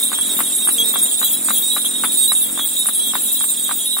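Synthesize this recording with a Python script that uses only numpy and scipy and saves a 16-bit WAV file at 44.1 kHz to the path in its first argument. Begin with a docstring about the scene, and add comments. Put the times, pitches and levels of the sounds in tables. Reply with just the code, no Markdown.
"""A draught animal trots along a paved road, heard from its cart. From the start the harness bells shake:
larger ones ring out and are choked as they touch again, over a dense jingle of tiny bells, with
rolling noise and a faint pulsing drone below. The hooves come straight in, each beat a cluster of dry
knocks. From half a second two faint whines swell and fade. Near three seconds, and again at the very
end, bell clinks hard against bell, while the road bed slowly sinks."""
import sys
import numpy as np
from scipy import signal
from scipy.fft import rfft, irfft, next_fast_len
from scipy.io import wavfile
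from scipy.ndimage import uniform_filter1d, map_coordinates

SR = 44100
rng = np.random.default_rng(int(sys.argv[2]) if len(sys.argv) > 2 else 0)


def transcribe(u):
    """Save the signal u as a 16-bit wav file named by the first command-line argument.

    u: samples, shape (n,) or (channels, n), limited to [-1, 1]; the rate is SR.
    q: integer samples, one column per channel.
    """
    v = np.clip(np.atleast_2d(u).T, -1, 1)
    q = np.round(v * 32767).astype(np.int16)
    wavfile.write(sys.argv[1], SR, q)


N = 176400
T = np.arange(N) / SR


def amp(db):
    return 10 ** (np.asarray(db) / 20)


def unit(x):
    return x / np.sqrt(np.mean(np.abs(x) ** 2) + 1e-20)


def fade(t, t60):
    return np.exp(-np.log(1000) * t / t60)


def pan(left_db):
    return amp([[left_db / 2], [-left_db / 2]])


def wobble(rate):
    """A smooth random curve, rate knots a second."""
    return map_coordinates(rng.standard_normal(1024), [T * rate], mode="mirror")


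def add(out, start_s, sound):
    """Drop a sound onto the track."""
    i = max(round(start_s * SR), 0)
    part = out[..., i:i + sound.shape[-1]]
    part += sound[..., :part.shape[-1]]


def coloured(x, eq):
    """x through an EQ curve of (frequency [Hz], gain [dB]), at rms 1."""
    hz, db = np.transpose(eq)
    f = np.fft.rfftfreq(N, 1 / SR)
    gain_db = np.interp(np.log(f + 1), np.log(hz), db, left=db[0] - 14, right=db[-1] - 31)
    return unit(irfft(rfft(x) * amp(gain_db), N))


def stereo_noise(width):
    mid, side = rng.standard_normal((2, N))
    return np.array([mid + width * side, mid - width * side])


# Fader ride of the shaking harness: (time [s], relative level [dB])
SHAKE_RIDE = [(0, -25.5), (.45, -26), (.62, -26), (1.33, -24.5), (1.41, -28.5), (1.5, -24), (1.91, -27.5),
              (2.35, -24.5), (2.52, -30), (2.65, -27.5), (3.3, -25.5), (4, -28.5)]


def shake_db():
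    """How hard the harness shakes from moment to moment."""
    return np.interp(T, *np.transpose(SHAKE_RIDE))


def jostle(touches_per_s=45, swing_db=7, t60_s=0.22):
    """Envelope of a jostled bell: each contact retriggers the ring with a new size and phase."""
    touch = rng.random(N) < touches_per_s / SR
    age = T - np.maximum.accumulate(T * touch)
    size, phase = rng.standard_normal((2048, 2)).T
    onset = amp(swing_db * np.minimum(size, 1)) * np.exp(2j * np.pi * phase)
    return uniform_filter1d(onset[np.cumsum(touch)] * fade(age, t60_s), size=140)


# Bell strokes, loud and soft, that ring until choked: (time [s], free ring [s], relative level [dB])
STROKE_CUES = { "low": [(.143, 0.078, -28.5), (.782, 0.045, -18.5), (.932, 0.078, -30.5),
               (1.241, 0.057, -28.5), (1.55, 0.036, -28), (1.848, 0.018, -25), (2.595, 0.056, -26.5),
               (2.995, 0.12, -29.5), (3.79, 0.072, -32.5)], "middle": [(.027, 0.01, -21.5),
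               (.293, 0.047, -27), (.585, 0.077, -28), (.843, 0.074, -27), (1.624, 0.1, -26.5),
               (1.939, 0.085, -28), (2.094, .03, -28), (2.17, 0.096, -26.5), (2.768, 0.061, -24.5),
               (3.03, 0.066, -32), (3.265, 0.021, -37), (3.57, 0.3, -37), (3.87, 0.12, -31)],
               "upper": [(1.226, 0.027, -23), (1.7, 0.078, -26.5), (2.277, 0.041, -20.5),
               (3.91, 0.045, -25.5)], "clear": [(.52, 0.046, -26), (3.26, 0.088, -26.5)],
               "bright": [(.29, 0.036, -27), (.51, .15, -31), (.87, 0.047, -22.5), (1.11, 0.054, -23.5),
               (1.446, 0.037, -19.5), (1.606, 0.083, -51), (2.172, 0.09, -17), (2.66, 0.095, -28.5),
               (2.945, 0.073, -26.5), (3.44, 0.51, -31)], "sharp": [(.21, 0.013, -16), (.675, 0.02, -12.5),
               (1.015, 0.035, -15.5), (2.35, 0.077, -17.5), (2.975, 0.03, -18.5)]}
# Brief tinkles, per bell: (relative level [dB], times [s])
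TINKLE_CUES = {"dull": (-31.5, [.94, 1.848, 2.05, 2.417, 2.575]),
               "small": (-21, [.558, .699, .725, .987, 1.332, 1.56, 1.851, 2.048, 2.128, 2.319, 2.42, 2.79, 2.868, 2.946, 3.22, 3.855]),
               "fine": (-21.5, [.38, .79, .928, 1.245, 3.325, 3.425, 3.492]),
               "tiny": (-27, [1.33, 1.53, 1.575, 2.172, 2.28, 2.64, 2.775, 3.35, 3.759])}


def strokes(name, tinkle_s=0.023):
    """One bell's strokes and tinkles as (time [s], free ring [s], relative level [dB])."""
    db, times = TINKLE_CUES.get(name, (0, []))
    return STROKE_CUES.get(name, []) + [(start, tinkle_s, db) for start in times]


# Ringing modes, per bell: (frequency [Hz], relative level [dB])
BELL_MODES = { "low": [(3332, 0), (6180, -17)], "dull": [(3580, 0)], "middle": [(3720, 0), (7994, -8),
              (5846, -22)], "upper": [(3887, 0), (11483, -9)], "thin": [(6903, 0), (5346, -12)],
              "clear": [(7235, 0), (7378, -4)], "bright": [(8479, 0), (4587, -26)], "sharp": [(8626, 0),
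              (11057, -14)], "small": [(10084, 0), (12581, -9)], "fine": [(13157, 0), (13900, -5)],
              "tiny": [(15100, 0), (14912, -3), (15606, -2), (14680, -5)]}
# Place in the mix, per bell: (jostle level [dB], left over right [dB], left phase lead [rad])
BELL_MIX = {"low": (-36.5, -1.8, -1.24), "dull": (-44.5, -9, 0), "middle": (-34.5, -6.5, 0.85),
            "upper": (-37.5, -6, 1.5), "thin": (-38.5, 0, 0), "clear": (-31.5, -4.5, 2.82),
            "bright": (-29, -6, -0.98), "sharp": (-31, -1.8, -2.06), "small": (-31, 1.4, 0.75),
            "fine": (-33.5, 2.7, 2.1), "tiny": (-38, 2.6, -0.58)}


def bell(name, stroke_db=1.5, free_t60_s=2.2, choke_t60_s=0.045, detune_hz=4.9, sway_rad=0.76):
    """One harness bell: light jostling under strokes that ring freely, chatter and are choked."""
    jostle_db, pan_db, lead_rad = BELL_MIX[name]
    t = np.arange(SR // 3) / SR
    attack = 1 - np.exp(-t / 0.00025)
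    chatter_pole = np.exp(-1 / (0.0059 * SR))  # smooths the chatter over about 6 ms
    shaking = amp(shake_db())
    out = np.zeros(N, complex)
    for hz, mode_db in BELL_MODES[name]:
        out += amp(jostle_db + mode_db) * unit(shaking * jostle()) * np.exp(2j * np.pi * hz * T)
        for start, free_s, db in strokes(name):
            detune, phase = rng.standard_normal(2)
            noise = rng.standard_normal(len(t)) + 1j * rng.standard_normal(len(t))
            chatter = 1 + 0.15 * unit(signal.lfilter([1], [1, -chatter_pole], noise))
            ring = attack * fade(t - free_s / 2, free_t60_s)
            choke = fade(np.maximum(t - free_s, 0), choke_t60_s)
            tone = np.exp(2j * np.pi * ((hz + detune_hz * detune) * t + phase))
            add(out, start, amp(stroke_db + db + mode_db) * ring * choke * chatter * tone)
    sway = np.exp(0.5j * (lead_rad + sway_rad * wobble(11)))  # the stereo image wanders
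    return np.sqrt(2) * pan(pan_db) * np.array([out * sway, out / sway]).real


def tiny_bells(eq, width_rad, partials_per_s=2000, t60_s=0.075, spread_db=8):
    """A swarm of brief metal contacts, each ringing with pitches of its own."""
    t = np.arange(SR // 25) / SR
    count = int(partials_per_s * N / SR)
    when, pitch, size, phase, lag = rng.random((count, 5)).T[..., None]
    when = when[np.arange(count) // 3]  # three partials to a contact
    hz = eq[0][0] + pitch * (eq[-1][0] - eq[0][0])
    envelope = amp(spread_db * size ** 2) * fade(t, t60_s)
    samples = ((when * N).astype(int) + np.arange(len(t))).ravel()
    channels = []
    for side in (1, -1):
        grains = envelope * np.sin(2 * np.pi * (hz * t + phase) + side * width_rad * (2 * lag - 1))
        channels.append(np.bincount(samples, grains.ravel(), N)[:N])
    return coloured(np.array(channels), eq)


# Bright body of the tiny bells: (frequency [Hz], gain [dB])
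JINGLE_EQ = [(2500, -16.5), (3500, -12.5), (4700, -22), (6400, -23.5), (7300, -6), (8900, 3.5),
             (9900, -1.5), (10800, -4), (12000, -6.5)]


def jingle(trim_db=2.5):
    """A wide, dense bed of tiny bells that rides the shake of the harness."""
    return amp(shake_db() + trim_db) * tiny_bells(JINGLE_EQ, width_rad=1.38)


# Airy top of the tiny bells: (frequency [Hz], gain [dB])
SPARKLE_EQ = [(11000, 2), (12000, -57), (12700, 13), (14300, 8), (16000, 5)]


def sparkle(trim_db=-3):
    """The highest bells glitter in jostled flurries, left of centre."""
    flurries = unit(np.abs(jostle()))
    return amp(shake_db() + trim_db) * flurries * pan(5) * tiny_bells(SPARKLE_EQ, width_rad=1.8)


def metal_noise():
    """Bright noise in the colour of the bells, the raw sound of a metal contact."""
    return coloured(stereo_noise(1), JINGLE_EQ) + 0.5 * coloured(stereo_noise(0.75), SPARKLE_EQ)


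def ticks(pellets_per_s=22, pellet_db=8, clapper_db=-13, t60_s=0.015):
    """Loose pellets rattle in the bells, and the clapper ticks on every stroke and tinkle."""
    decay = fade(np.arange(SR // 10) / SR, t60_s)
    pellets = (rng.random(N) < pellets_per_s / SR) * rng.random(N) * amp(shake_db() + pellet_db)
    envelope = signal.fftconvolve(pellets, decay)[:N]
    for name in BELL_MIX:
        for start, _, db in strokes(name):
            add(envelope, start, amp(db + clapper_db) * decay)
    return envelope * metal_noise()


def drone(surge_db, pulse_hz=44, body_hz=256.4, jitter=0.0154, uneven_db=2):
    """Uneven pulses ring one low resonance, like a motor some way off."""
    t = np.arange(SR // 10) / SR
    cycles = np.floor(np.cumsum(pulse_hz * (1 + jitter * wobble(30))) / SR)
    pulses = np.diff(cycles, prepend=0) * amp(uneven_db * wobble(18) + surge_db)
    body = np.sin(2 * np.pi * body_hz * t) * fade(t, 0.022) * (1 - np.exp(-t / 0.017))
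    return unit(signal.fftconvolve(pulses, body)[:N])


# Rumble of the cart on the paving: (frequency [Hz], gain [dB])
ROAD_EQ = [(25, -8), (95, -24), (200, 7), (450, 3), (900, -3), (2500, -5.5), (6000, -83)]


def rolling(road_db=-40, drone_db=-41.5, stride_s=0.555, peak_s=1.465, fade_db_per_s=1.25):
    """The low bed: road noise and drone swell once a stride and slowly sink."""
    surge_db = 3 * np.cos(2 * np.pi * (T - peak_s) / stride_s)
    hum = amp(drone_db) * drone(surge_db)
    road = amp(road_db + wobble(23) + surge_db / 2) * coloured(stereo_noise(0.54), ROAD_EQ)
    return (hum + road) * amp(-fade_db_per_s * (T - 1.5))  # the fader passes unity at 1.5 s


# Hoof contacts, toe and heel: (time [s], relative level [dB])
HOOF_CUES = [(.118, -17), (.130, -17), (0.187, -19.5), (.391, -15), (.405, -12), (0.673, -18),
             (.688, -14.5), (0.94, -21), (0.958, -13.5), (1.216, -19), (1.230, -17.5), (1.486, -13.5),
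             (1.506, -12.5), (1.765, -15), (1.77, -18.5), (2.037, -11.5), (2.045, -13), (2.053, -40),
             (2.319, -12.5), (1.846, -30), (2.576, -19.5), (2.594, -16.5), (2.858, -23), (2.887, -17),
             (3.136, -17.5), (3.154, -11), (3.409, -21), (3.441, -21.5), (3.693, -16.5), (3.712, -13),
             (3.968, -19.5), (3.988, -23)]
# Modes of the hoof's knock: (frequency [Hz], relative level [dB])
KNOCK_MODES = [(900, -11.5), (1170, -1), (1480, -7)]
# Grit under the hoof: (frequency [Hz], gain [dB])
SCUFF_EQ = [(200, -5), (600, -14.5), (1250, -2), (2000, -8.5), (5000, -17.5)]


def hooves(knock_db=1.5, knock_t60_s=0.012, scuff_db=-12, scuff_t60_s=0.07, pitch_scatter=0.042):
    """Each contact with the paving is a dead knock with a short gritty scuff, left of centre."""
    t = np.arange(SR // 6) / SR
    knock_envelope = fade(t, knock_t60_s) * (1 - np.exp(-t / 0.00017))
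    knocks, scuff_envelope = np.zeros((2, N))
    for start, db in HOOF_CUES:
        pitches = np.exp(pitch_scatter * rng.standard_normal(len(KNOCK_MODES)))
        ring = sum(amp(mode_db) * np.sin(2 * np.pi * hz * pitch * t)
                   for (hz, mode_db), pitch in zip(KNOCK_MODES, pitches))
        add(knocks, start, amp(db + knock_db) * ring * knock_envelope)
        add(scuff_envelope, start, amp(db + scuff_db) * fade(t, scuff_t60_s))
    knocks = signal.sosfilt(signal.butter(2, 550, "high", fs=SR, output="sos"), knocks)
    scuffs = uniform_filter1d(scuff_envelope, size=500) * coloured(stereo_noise(0.31), SCUFF_EQ)
    return pan(6.5) * (knocks + scuffs)


# Faint tones over the road noise: (time [s], length [s], frequency [Hz], level [dB])
WHINE_CUES = [(0.507, 1.37, 730, -54), (.74, 0.18, 469, -41.5)]


def whines():
    """Thin tones that swell and fade at a steady pitch."""
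    out = np.zeros(N)
    for start, length, hz, db in WHINE_CUES:
        t = np.arange(int(length * SR)) / SR
        swell = np.sqrt(2 * np.sin(np.pi * t / length))
        add(out, start, amp(db) * swell * np.sin(2 * np.pi * hz * t))
    return out


# Hard accents of bell against bell: (time [s], level [dB])
CLINK_CUES = [(2.868, -8), (3.11, -23), (3.984, -13)]


def clinks(ping_hz=9350, ping_t60_s=0.079, tick_db=-20, tick_t60_s=0.015):
    """Two bells collide: a high ping with a tick of noise on its attack."""
    t = np.arange(SR // 10) / SR
    ping = fade(t, ping_t60_s) * np.sin(2 * np.pi * ping_hz * t + [[0], [1]])  # right leads by 1 rad
    pings, tick_envelope = np.zeros((2, N)), np.zeros(N)
    for start, db in CLINK_CUES:
        add(pings, start, amp(db) * ping)
        add(tick_envelope, start, amp(db + tick_db) * fade(t, tick_t60_s))
    return pings + tick_envelope * metal_noise()


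def scene():
    """Bells, cart and hooves together in the open air."""
    harness = sum(bell(name) for name in BELL_MIX) + jingle() + sparkle() + ticks()
    return harness + rolling() + hooves() + whines() + clinks()


def record(dry, top_hz=15950):
    """A brick-wall low-pass trims the very top of the mix."""
    padded = next_fast_len(N + SR // 4)
    f = np.fft.rfftfreq(padded, 1 / SR)
    return irfft(rfft(dry, padded) / (1 + (f / top_hz) ** 160), padded)[:, :N]


dry = scene()
out = record(dry)
transcribe(out)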